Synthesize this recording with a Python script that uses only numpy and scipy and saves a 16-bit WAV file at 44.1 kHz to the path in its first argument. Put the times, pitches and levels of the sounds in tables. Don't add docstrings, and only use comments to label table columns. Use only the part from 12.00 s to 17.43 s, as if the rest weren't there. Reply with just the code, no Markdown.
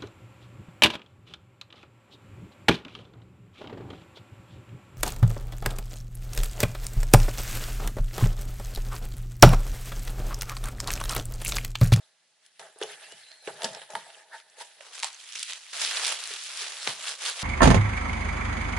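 import sys
import numpy as np
from scipy import signal
from scipy.fft import rfft, irfft, next_fast_len
from scipy.io import wavfile
from scipy.ndimage import uniform_filter1d

SR = 44100
rng = np.random.default_rng(int(sys.argv[2]) if len(sys.argv) > 2 else 0)


def dump_mix(stems):
    frames = np.atleast_2d(stems).T
    limited = np.clip(frames, -1, 1)
    pcm = np.round(limited * 32767).astype(np.int16)
    wavfile.write(sys.argv[1], SR, pcm)


def makeup_ratio(level_db):
    decades = np.asarray(level_db, float) / 20
    return 10 ** decades


N = 239496

# (time [s], peak [dB], pitch of the blow [Hz], spread [octaves], t60 of the contact [s])
KNOCKS = [(0.597, -43.5, 800, 0.49, 0.0059), (0.76, -47, 710, 0.83, 0.012), (0.814, -25, 470, 0.43, 0.012),
          (0.833, -33, 432, 0.17, 0.01), (0.852, -39, 516, 0.36, 0.008), (1.124, -45, 543, 0.65, 0.0074),
          (1.475, -26, 500, 0.51, 0.0051), (1.606, -38, 800, 0.43, 0.008),
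          (1.619, -34.5, 815, 0.28, 0.0092), (1.634, -30, 745, 0.8, 0.0053),
          (1.645, -22, 940, 0.69, 0.0044), (1.686, -43, 816, 0.62, 0.008),
          (1.749, -39.5, 950, 0.58, 0.0068), (1.767, -41, 608, 0.35, 0.01), (1.816, -41, 1030, 0.65, 0.019),
          (1.934, -36, 816, 0.36, 0.014), (1.952, -24, 1000, 0.34, 0.017), (2.064, -46, 820, 0.2, 0.022),
          (2.806, -45.5, 610, 0.21, 0.01), (3.031, -28.5, 950, 0.26, 0.034), (3.044, -28, 940, 0.43, 0.027),
          (3.357, -55.5, 437, 0.5, 0.053), (4.302, -47, 396, 0.16, 0.095), (4.616, -49.5, 398, 0.19, 0.039),
          (4.873, -20, 1250, 1.9, 0.043)]
# (time [s], crinkle level [dB], fullness against the crinkle [dB])
WRAP_RUB = [
    [(2.804, -57.5, -3.5), (2.92, -56, -2), (2.945, -46.5, -15.5), (3.025, -48.5, -8.5),
     (3.035, -36, -13.5), (3.105, -53, -12), (3.163, -54.5, -11.5), (3.324, -49.5, -18.5),
     (3.348, -50.5, -23), (3.357, -42.5, -21), (3.43, -45, -20), (3.475, -45, -23), (3.5, -38.5, -15.5),
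     (3.52, -43, -12.5), (3.54, -46, -12.5), (3.601, -54, -13.5), (3.727, -51.5, -18)],
    [(3.731, -41, -8.5), (3.79, -38, -13.5), (3.834, -30.5, -12.5), (3.89, -37, -14.5), (3.97, -34, -9),
     (4.023, -36.5, -6.5), (4.054, -30.5, -13), (4.127, -34, -7), (4.164, -42, -9), (4.25, -43, -14),
     (4.315, -40.5, -13.5), (4.37, -42.5, -16), (4.47, -43.5, -17), (4.555, -42, -12.5),
     (4.585, -38, -13.5), (4.63, -39.5, -12), (4.785, -45, -11), (4.86, -40, -12), (4.876, -35, -5),
     (4.924, -40, -10.5), (4.96, -48, -7), (5.02, -44.5, -10.5), (5.085, -34.5, -12), (5.18, -51, -7.5),
     (5.263, -32, -10.5), (5.355, -46, -9.5), (5.43, -38, -5.5)],
]
BOX_GONE_S = 2.9


def evened(x):
    return x / np.sqrt(np.mean(x ** 2) + 1e-20)


def read(points, hz):
    f, value = np.transpose(points)
    return np.interp(np.log(hz + 1), np.log(f + 1), value)


def add(mix, s, sound):
    part = mix[..., round(s * SR):][..., :sound.shape[-1]]
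    part += sound[..., :part.shape[-1]]


def follow(stretches):
    s, level_db, low_db = np.vstack(stretches).T
    t = np.arange(N) / SR
    return np.interp(t, s, level_db, -200, -200), np.interp(t, s, low_db)


def grains(per_s, spread_db, clump_db, clump_s):
    size = makeup_ratio(spread_db * np.minimum(rng.exponential(1, N), 4)) * rng.choice([-1., 1.], N)
    clumps = evened(uniform_filter1d(rng.standard_normal(N), max(round(clump_s * SR), 2)))
    struck = rng.random(N) < per_s / SR
    clicks = evened(size * struck * makeup_ratio(clump_db * clumps))
    return np.array([clicks, clicks * rng.standard_normal(N)])


def patchy(x, patch_db):
    z = signal.stft(x, SR, nperseg=256)[2]
    patches = rng.standard_normal(z[0].T.shape)
    patches = uniform_filter1d(uniform_filter1d(patches, 8, 0), 7, 1)
    return signal.istft(z * makeup_ratio(patch_db * evened(patches).T), SR, nperseg=256)[1][:, :N]


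def stroke(x, colour, gains):
    size = next_fast_len(N)
    hz = np.fft.rfftfreq(size, 1 / SR)
    low = 1 / (1 + (hz / 1300) ** 6)
    high = 1 / (1 + (5000 / (hz + 1)) ** 6)
    spectrum = rfft(x, size) * makeup_ratio(read(colour, hz))
    parts = [evened(irfft(spectrum * share, size)[:, :N]) for share in (1 - low - high, low, high)]
    return sum(part * gain for part, gain in zip(parts, gains))


def ring(force, detune=1):
    # (frequency [Hz], relative level [dB], t60 [s])
    modes = [(168, 3, 0.082), (444, 6, 0.033), (526, 2.5, 0.038), (659, -1.5, 0.11), (859, -2, 0.037),
             (912, -3, 0.052), (1314, 2.5, 0.012), (1506, -15, 0.074), (1748, -3, 0.038), (2150, -4, 0.02),
             (2600, -39, 0.011), (3380, -37, .012)]
    t = np.arange(SR // 4) / SR
    body = sum(makeup_ratio(db - 60 * t / t60) * np.sin(2 * np.pi * hz * detune * t) for hz, db, t60 in modes)
    return signal.oaconvolve(np.atleast_2d(force), body[None], axes=1)[:, :force.shape[-1]]


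def burst(hz, octaves, t60, noise, scatter_db):
    t = np.arange(len(noise)) / SR
    force = makeup_ratio(scatter_db - 60 * t / max(t60, .002)) * noise
    force[0] = 1
    edges = hz * 2 ** (max(octaves, .2) * np.array([-1, .6]))
    edges = np.clip(edges, 40, .45 * SR)
    out = signal.sosfilt(signal.butter(2, edges, "bandpass", fs=SR, output="sos"), force)
    return out / abs(out).max()


def box_rub():
    # (time [s], rasp level [dB], boom against the rasp [dB])
    rubbing = [
        [(0.0, -64.5, -4), (0.15, -76.5, -6), (0.4, -77.5, -5.5), (0.457, -62.5, -20), (0.5, -72, -10),
         (0.592, -65, -18)],
        [(0.596, -50, -1.5), (0.64, -57, 2), (0.758, -66.5, -6), (0.79, -63, 2), (0.809, -54.5, 2),
         (0.86, -52, -2), (0.914, -47.5, -5), (0.977, -55.5, -7.5), (1.058, -52.5, -3), (1.121, -55, -6.5),
         (1.216, -57, -10.5), (1.28, -57.5, -14), (1.33, -59.5, -5.5), (1.418, -62.5, -9.5), (1.46, -50.5, -6),
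         (1.582, -55.5, 0), (1.641, -42.5, 0), (1.706, -50.5, 0.5), (1.823, -52.5, -6), (1.87, -60.5, -11),
         (1.898, -60, -3), (1.902, -53, 3.5), (2.034, -55, -8), (2.087, -56.5, -2.5), (2.201, -58, -4),
         (2.265, -67, -2), (2.31, -64, 4.5), (2.345, -53, -5), (2.39, -56, -7), (2.433, -66.5, -7.5),
         (2.554, -65, -3), (2.615, -43.5, -11.5), (2.64, -53, -11), (2.697, -59.5, -8), (2.803, -61.5, -5)],
    ]
    # (frequency [Hz], relative density [dB per Hz])
    colour = [(47, -69), (80, -67), (161, -32), (259, -31.5), (628, -5.5), (710, -7.5), (821, -6),
              (1120, -14), (1760, -1.5), (2210, -7.5), (3330, -5.5), (5350, -7), (11000, 1), (14300, -37),
              (22000, -120)]
    slips = grains(10000., spread_db=0.5, clump_db=-0.7, clump_s=0.0048)
    level_db, boom_db = follow(rubbing)

    rattle_power, t = np.zeros(N), np.arange(SR // 2) / SR
    for s, db, *_ in KNOCKS:
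        if s < BOX_GONE_S:
            add(rattle_power, s, makeup_ratio(db - 20 - 60 * t / 0.15) ** 2)
    rasp = np.sqrt(makeup_ratio(level_db) ** 2 + rattle_power)
    boom = np.sqrt(makeup_ratio(level_db + boom_db) ** 2 + makeup_ratio(9) ** 2 * rattle_power)
    hiss = rasp * makeup_ratio(-4.5)

    surface = slips + makeup_ratio(-16.5) * evened(ring(slips))
    return stroke(patchy(surface, patch_db=2.5), colour, (rasp, boom, hiss))


def knocks():
    out = np.zeros(N)
    for (s, db, hz, octaves, t60), noise in zip(KNOCKS, rng.standard_normal((len(KNOCKS), 8192))):
        if s > BOX_GONE_S:
            sound = burst(hz, octaves, t60, noise, scatter_db=-5)
        else:
            sound = ring(burst(hz, octaves, t60, noise, scatter_db=-13.5), 1 + 0.024 * noise[0])[0]
        add(out, s, makeup_ratio(db) * sound / abs(sound).max())
    return out


def scuffs():
    # (time [s], length of the swell [s], peak [dB], pitch of the force [Hz], spread [octaves])
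    slides = [(0.594, 0.027, -43, 800, 0.27), (0.625, 0.036, -47, 760, 0.24), (2.161, .18, -56, 870, .2),
              (2.119, 0.19, -57, 1800, .2), (0.876, 0.05, -39.5, 1980, 0.42), (1.9, 0.034, -57, 660, 0.46),
              (2.057, 0.061, -48, 794, 0.18), (2.31, 0.065, -37, 1690, 0.18),
              (2.321, 0.056, -39, 882, 0.22), (2.569, 0.025, -50, 700, 0.61),
              (2.598, 0.037, -34.5, 950, 0.25)]
    out = np.zeros(N)
    for (s, length, db, hz, octaves), noise in zip(slides, rng.standard_normal((len(slides), 8192))):
        swell = np.sin(np.pi * np.minimum(np.arange(len(noise)) / SR / length, 1)) ** 2
        sound = ring(swell * burst(hz, octaves, 0.63, noise, scatter_db=0))[0]
        add(out, s, makeup_ratio(db) * sound / abs(sound).max())
    return out


def squeak():
    # (time [s], frequency [Hz], level before flutter [dB])
    whistles = [
        [(1.015, 2480, -58), (1.055, 2723, -59), (1.09, 2780, -65), (1.12, 2920, -53), (1.165, 3000, -64)],
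        [(1.17, 3980, -70), (1.225, 4250, -61), (1.265, 4000, -63), (1.31, 4130, -54), (1.37, 4270, -65),
         (1.42, 4140, -59), (1.485, 3730, -61)],
    ]
    out = np.zeros(N)
    for rows in whistles:
        s, hz, db = np.transpose(rows)
        t = np.arange(s[0], s[-1], 1 / SR)
        wobble, flutter = (evened(uniform_filter1d(rng.standard_normal(len(t)), 300)) for _ in range(2))
        turns = np.cumsum(np.interp(t, s, hz) * (1 + 0.0037 * wobble)) / SR
        level = np.sqrt(2) * makeup_ratio(np.interp(t, s, db) + 2.5 * flutter)
        add(out, s[0], level * np.sin(2 * np.pi * turns) * signal.windows.tukey(len(t), .15))
    return out


def snaps():
    # (time [s], peak before the tick [dB], pitch [Hz], spread [octaves], left against right [dB])
    loudest = [(0.4631, -41.5, 6200, 1.4, 1), (0.595, -33.5, 3380, 1.24, 2), (0.7867, -37, 9900, 0.18, -1),
               (0.8162, -40, 1410, 0.93, 6), (0.826, -20.5, 3270, 0.17, -2), (0.829, -27.5, 3680, 0.74, -3),
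               (0.834, -22, 4530, 2.3, -1), (1.1214, -33, 5150, 1.5, -5), (1.316, -39, 4070, 0.54, -13),
               (1.474, -28.5, 2200, 0.45, -12), (1.62, -21.5, 3300, 1.1, -4), (1.6328, -23.5, 5060, 1.1, 2),
               (1.6441, -13, 4840, 0.83, 3.5), (1.6473, -16.5, 4900, 0.71, -7), (1.6529, -26, 2970, 1.4, 8),
               (1.6883, -33, 3550, 0.96, 0), (1.7326, -33, 5690, 1.2, -5), (1.7483, -28, 3100, 1.8, -4),
               (1.8177, -32.5, 2190, 0.86, -4), (1.9038, -36, 4720, 1.3, -3), (1.9525, -19, 1770, 0.79, -2),
               (1.9561, -29, 1490, 0.53, 1), (2.1023, -41, 3200, 0.36, -4), (2.1467, -43, 3250, 0.17, -17),
               (2.4008, -38, 2300, 1.2, 4), (2.4993, -44.5, 6500, 0.66, 0), (2.612, -33, 3470, 1.2, -4),
               (2.8073, -37, 2300, 0.54, -6), (2.98, -27, 2500, 1.7, -5), (2.993, -26, 5400, 1.2, 0),
               (3.0007, -23, 5210, 1.2, -4), (3.0273, -19, 3600, 1.4, -1), (3.0316, -11.5, 3780, 1.43, 0),
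               (3.0445, -11.5, 4200, 1.7, -3), (3.1303, -30, 4750, 1.3, 0), (3.1455, -33, 6240, 0.23, 2),
               (3.2895, -32, 3450, 0.46, 0), (3.3239, -25.5, 5370, 1.1, -5), (3.3325, -26.5, 4300, 0.9, -2),
               (3.3551, -21, 5150, 1, -3), (3.3593, -21.5, 3850, 0.75, 2), (3.3883, -24, 4450, 0.54, -2),
               (3.3942, -19.5, 7440, 0.91, -1), (3.4289, -16.5, 6700, 0.92, -3),
               (3.432, -15.5, 5530, 0.81, 1), (3.5222, -21, 3670, 0.37, -3), (3.534, -20, 4460, 0.9, -1),
               (3.4978, -25, 3340, .8, -4), (3.8085, -20, 7500, 0.68, 3), (3.829, -21, 3200, 1.1, -2),
               (3.849, -12.5, 4540, 0.37, 2), (3.8587, -23, 3800, 1.3, -4), (3.9712, -13.5, 3630, 0.5, -5),
               (4.049, -11.5, 4830, 1.04, -8), (4.0552, -16, 4300, 0.68, -6),
               (4.0802, -11.5, 5580, 1.4, -2), (4.0914, -17, 5000, 1.9, -4), (4.239, -18.5, 6700, 0.84, 3),
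               (4.2747, -22, 6300, 1.4, 1), (4.3378, -21, 5470, 1.2, -3), (4.4412, -26.5, 6950, 1, -6),
               (4.574, -20, 5200, 0.75, -2.6), (4.7693, -25.5, 3820, 0.74, -6),
               (4.8745, -11, 2800, 0.68, 1), (5.0822, -21.5, 4100, 0.29, 0), (5.2686, -22.5, 4820, 1.6, 9)]
    rows = [*loudest, *crackles()]
    out = np.zeros((2, N))
    for (s, db, hz, octaves, pan_db), noise in zip(rows, rng.standard_normal((len(rows), 2, 1024))):
        t60 = 0.0042 if s > BOX_GONE_S else 0.014
        right = 0.83 * noise[0] + 0.59 * noise[1]
        pair = np.array([burst(hz, octaves, t60, row, scatter_db=-4.0) for row in (noise[0], right)])
        pair += makeup_ratio(-10) * burst(9300, 1.0, 0.0025, noise[1], scatter_db=7.5)
        add(out, s, makeup_ratio(db + pan_db * np.array([[.5], [-.5]])) * pair)
    return out


def crackles():
    per_s, slot = 110, 200
    lowest_hz, highest_hz = 2800, 7860
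    chance, size, pitch, spread, place = rng.random((N // slot, 5)).T
    at = np.arange(len(chance)) * slot + (190 * place).astype(int)
    level_db = follow(WRAP_RUB)[0][at]
    peak_db = level_db + 8 - 3.5 * np.log(0.049 + size)
    hz = lowest_hz * (highest_hz / lowest_hz) ** pitch
    pan_db = -1.2 + 9 * (np.roll(size, 1) - .5)
    rows = np.transpose([at / SR, peak_db, hz, 0.61 + 1.44 * spread, pan_db])
    return rows[(chance < per_s * slot / SR) & (level_db > -90)]


def wrap_rub():
    # (frequency [Hz], relative density [dB per Hz])
    colour = [(59, -85), (100, -48.5), (207, -39), (437, -11.5), (687, -6), (758, -7), (1570, 0.5),
              (2110, 1), (3250, 4.5), (9970, -0.5), (11000, 0.5), (14300, -55), (22000, -120)]
    creases = grains(8000., spread_db=2.0, clump_db=1.46, clump_s=0.0071)
    level_db, full_db = follow(WRAP_RUB)
    hiss_db = level_db - 4 - 0.086 * np.maximum(level_db + 43.5, -15)
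    gains = makeup_ratio([level_db, level_db + full_db, hiss_db])
    return stroke(patchy(creases, patch_db=1.21), colour, gains)


def thuds():
    # (time [s], peak [dB], pitch [Hz], t60 [s])
    booms = [(0.598, -69, 171, 0.18), (0.82, -68, 150, 0.48), (1.126, -61, 173, 0.14), (1.2, -81, 100, .4),
             (1.477, -55.5, 153, 0.3), (1.552, -63, 178, 0.24), (1.641, -41.5, 200, 0.14),
             (1.689, -51, 168, 0.31), (1.935, -52, 180, 0.25), (4.874, -46, 161, 0.19)]
    out = np.zeros(N)
    for (s, db, hz, t60), noise in zip(booms, rng.standard_normal((len(booms), SR // 2))):
        add(out, s, makeup_ratio(db) * burst(hz, 0.44, t60, noise, scatter_db=-12))
    return out


def air():
    # (frequency [Hz], relative density [dB per Hz])
    colour = [(35, -59), (60, -27), (167, -7), (259, -11), (660, -7), (1190, -6), (4210, -2), (11000, -13),
              (14300, -42), (22000, -120)]
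    size = next_fast_len(N)
    z = rfft(rng.standard_normal((2, size))) * makeup_ratio(read(colour, np.fft.rfftfreq(size, 1 / SR)))
    later = np.arange(N) / SR > BOX_GONE_S
    return makeup_ratio(-71.5 - 12 * later) * evened(irfft(z, size)[:, :N])


def room(x):
    # (frequency [Hz], t60 [s])
    decay = [(150, 0.55), (500, 0.33), (2000, 0.39), (8000, 0.17)]
    taps = np.zeros((2, SR // 2))
    slots = np.arange(200, SR // 2 - 20, 20)
    at = slots + rng.integers(0, 20, (2, len(slots)))
    np.put_along_axis(taps, at, rng.choice([-1., 1.], at.shape), 1)
    hz, t, z = signal.stft(taps, SR, nperseg=256)
    t60 = np.maximum(read(decay, hz), .03)[:, None]
    tail = signal.istft(z * makeup_ratio(-60 * t / t60), SR, nperseg=256)[1]
    return signal.fftconvolve(x[None], tail / np.linalg.norm(tail[0]), axes=1)[:, :N]


def ports(middle, side):
    # (frequency [Hz], gain of the side row [dB])
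    width = [(60, -13), (110, -17), (190, -11), (350, -13.5), (620, -11.5), (1110, -9.5), (2000, -6),
             (3580, -6), (6430, 0.5), (11500, -2)]
    # (frequency [Hz], left against right [dB])
    lean = [(60, 5), (170, -1), (490, 0.5), (1410, -0.5), (4030, -1.5), (11500, 0.5)]
    size = next_fast_len(N)
    hz = np.fft.rfftfreq(size, 1 / SR)
    unlike = rfft(side, size) * makeup_ratio(read(width, hz))
    pair = rfft(middle, size) + unlike * [[1], [-1]]
    return irfft(pair * makeup_ratio(read(lean, hz) * [[.5], [-.5]]), size)[:, :N]


def scene():
    cracks = snaps()
    blows = knocks() + scuffs() + squeak()
    tail = makeup_ratio(-13.5) * room(cracks.mean(0) + blows)
    diffuse = tail + box_rub() + wrap_rub() + air()
    return cracks + blows + thuds() + ports(*diffuse)


def roll_off(x):
    return signal.sosfilt(signal.butter(12, 12130, fs=SR, output="sos"), x)


def record(dry):
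    thin = signal.sosfilt(signal.butter(2, 44, "highpass", fs=SR, output="sos"), dry)
    lowpass = signal.firwin(255, 11042, window=("kaiser", 5), fs=SR)
    limited = signal.oaconvolve(thin, lowpass[None], "same")
    return roll_off(limited)


dry = scene()
out = record(dry)
dump_mix(out)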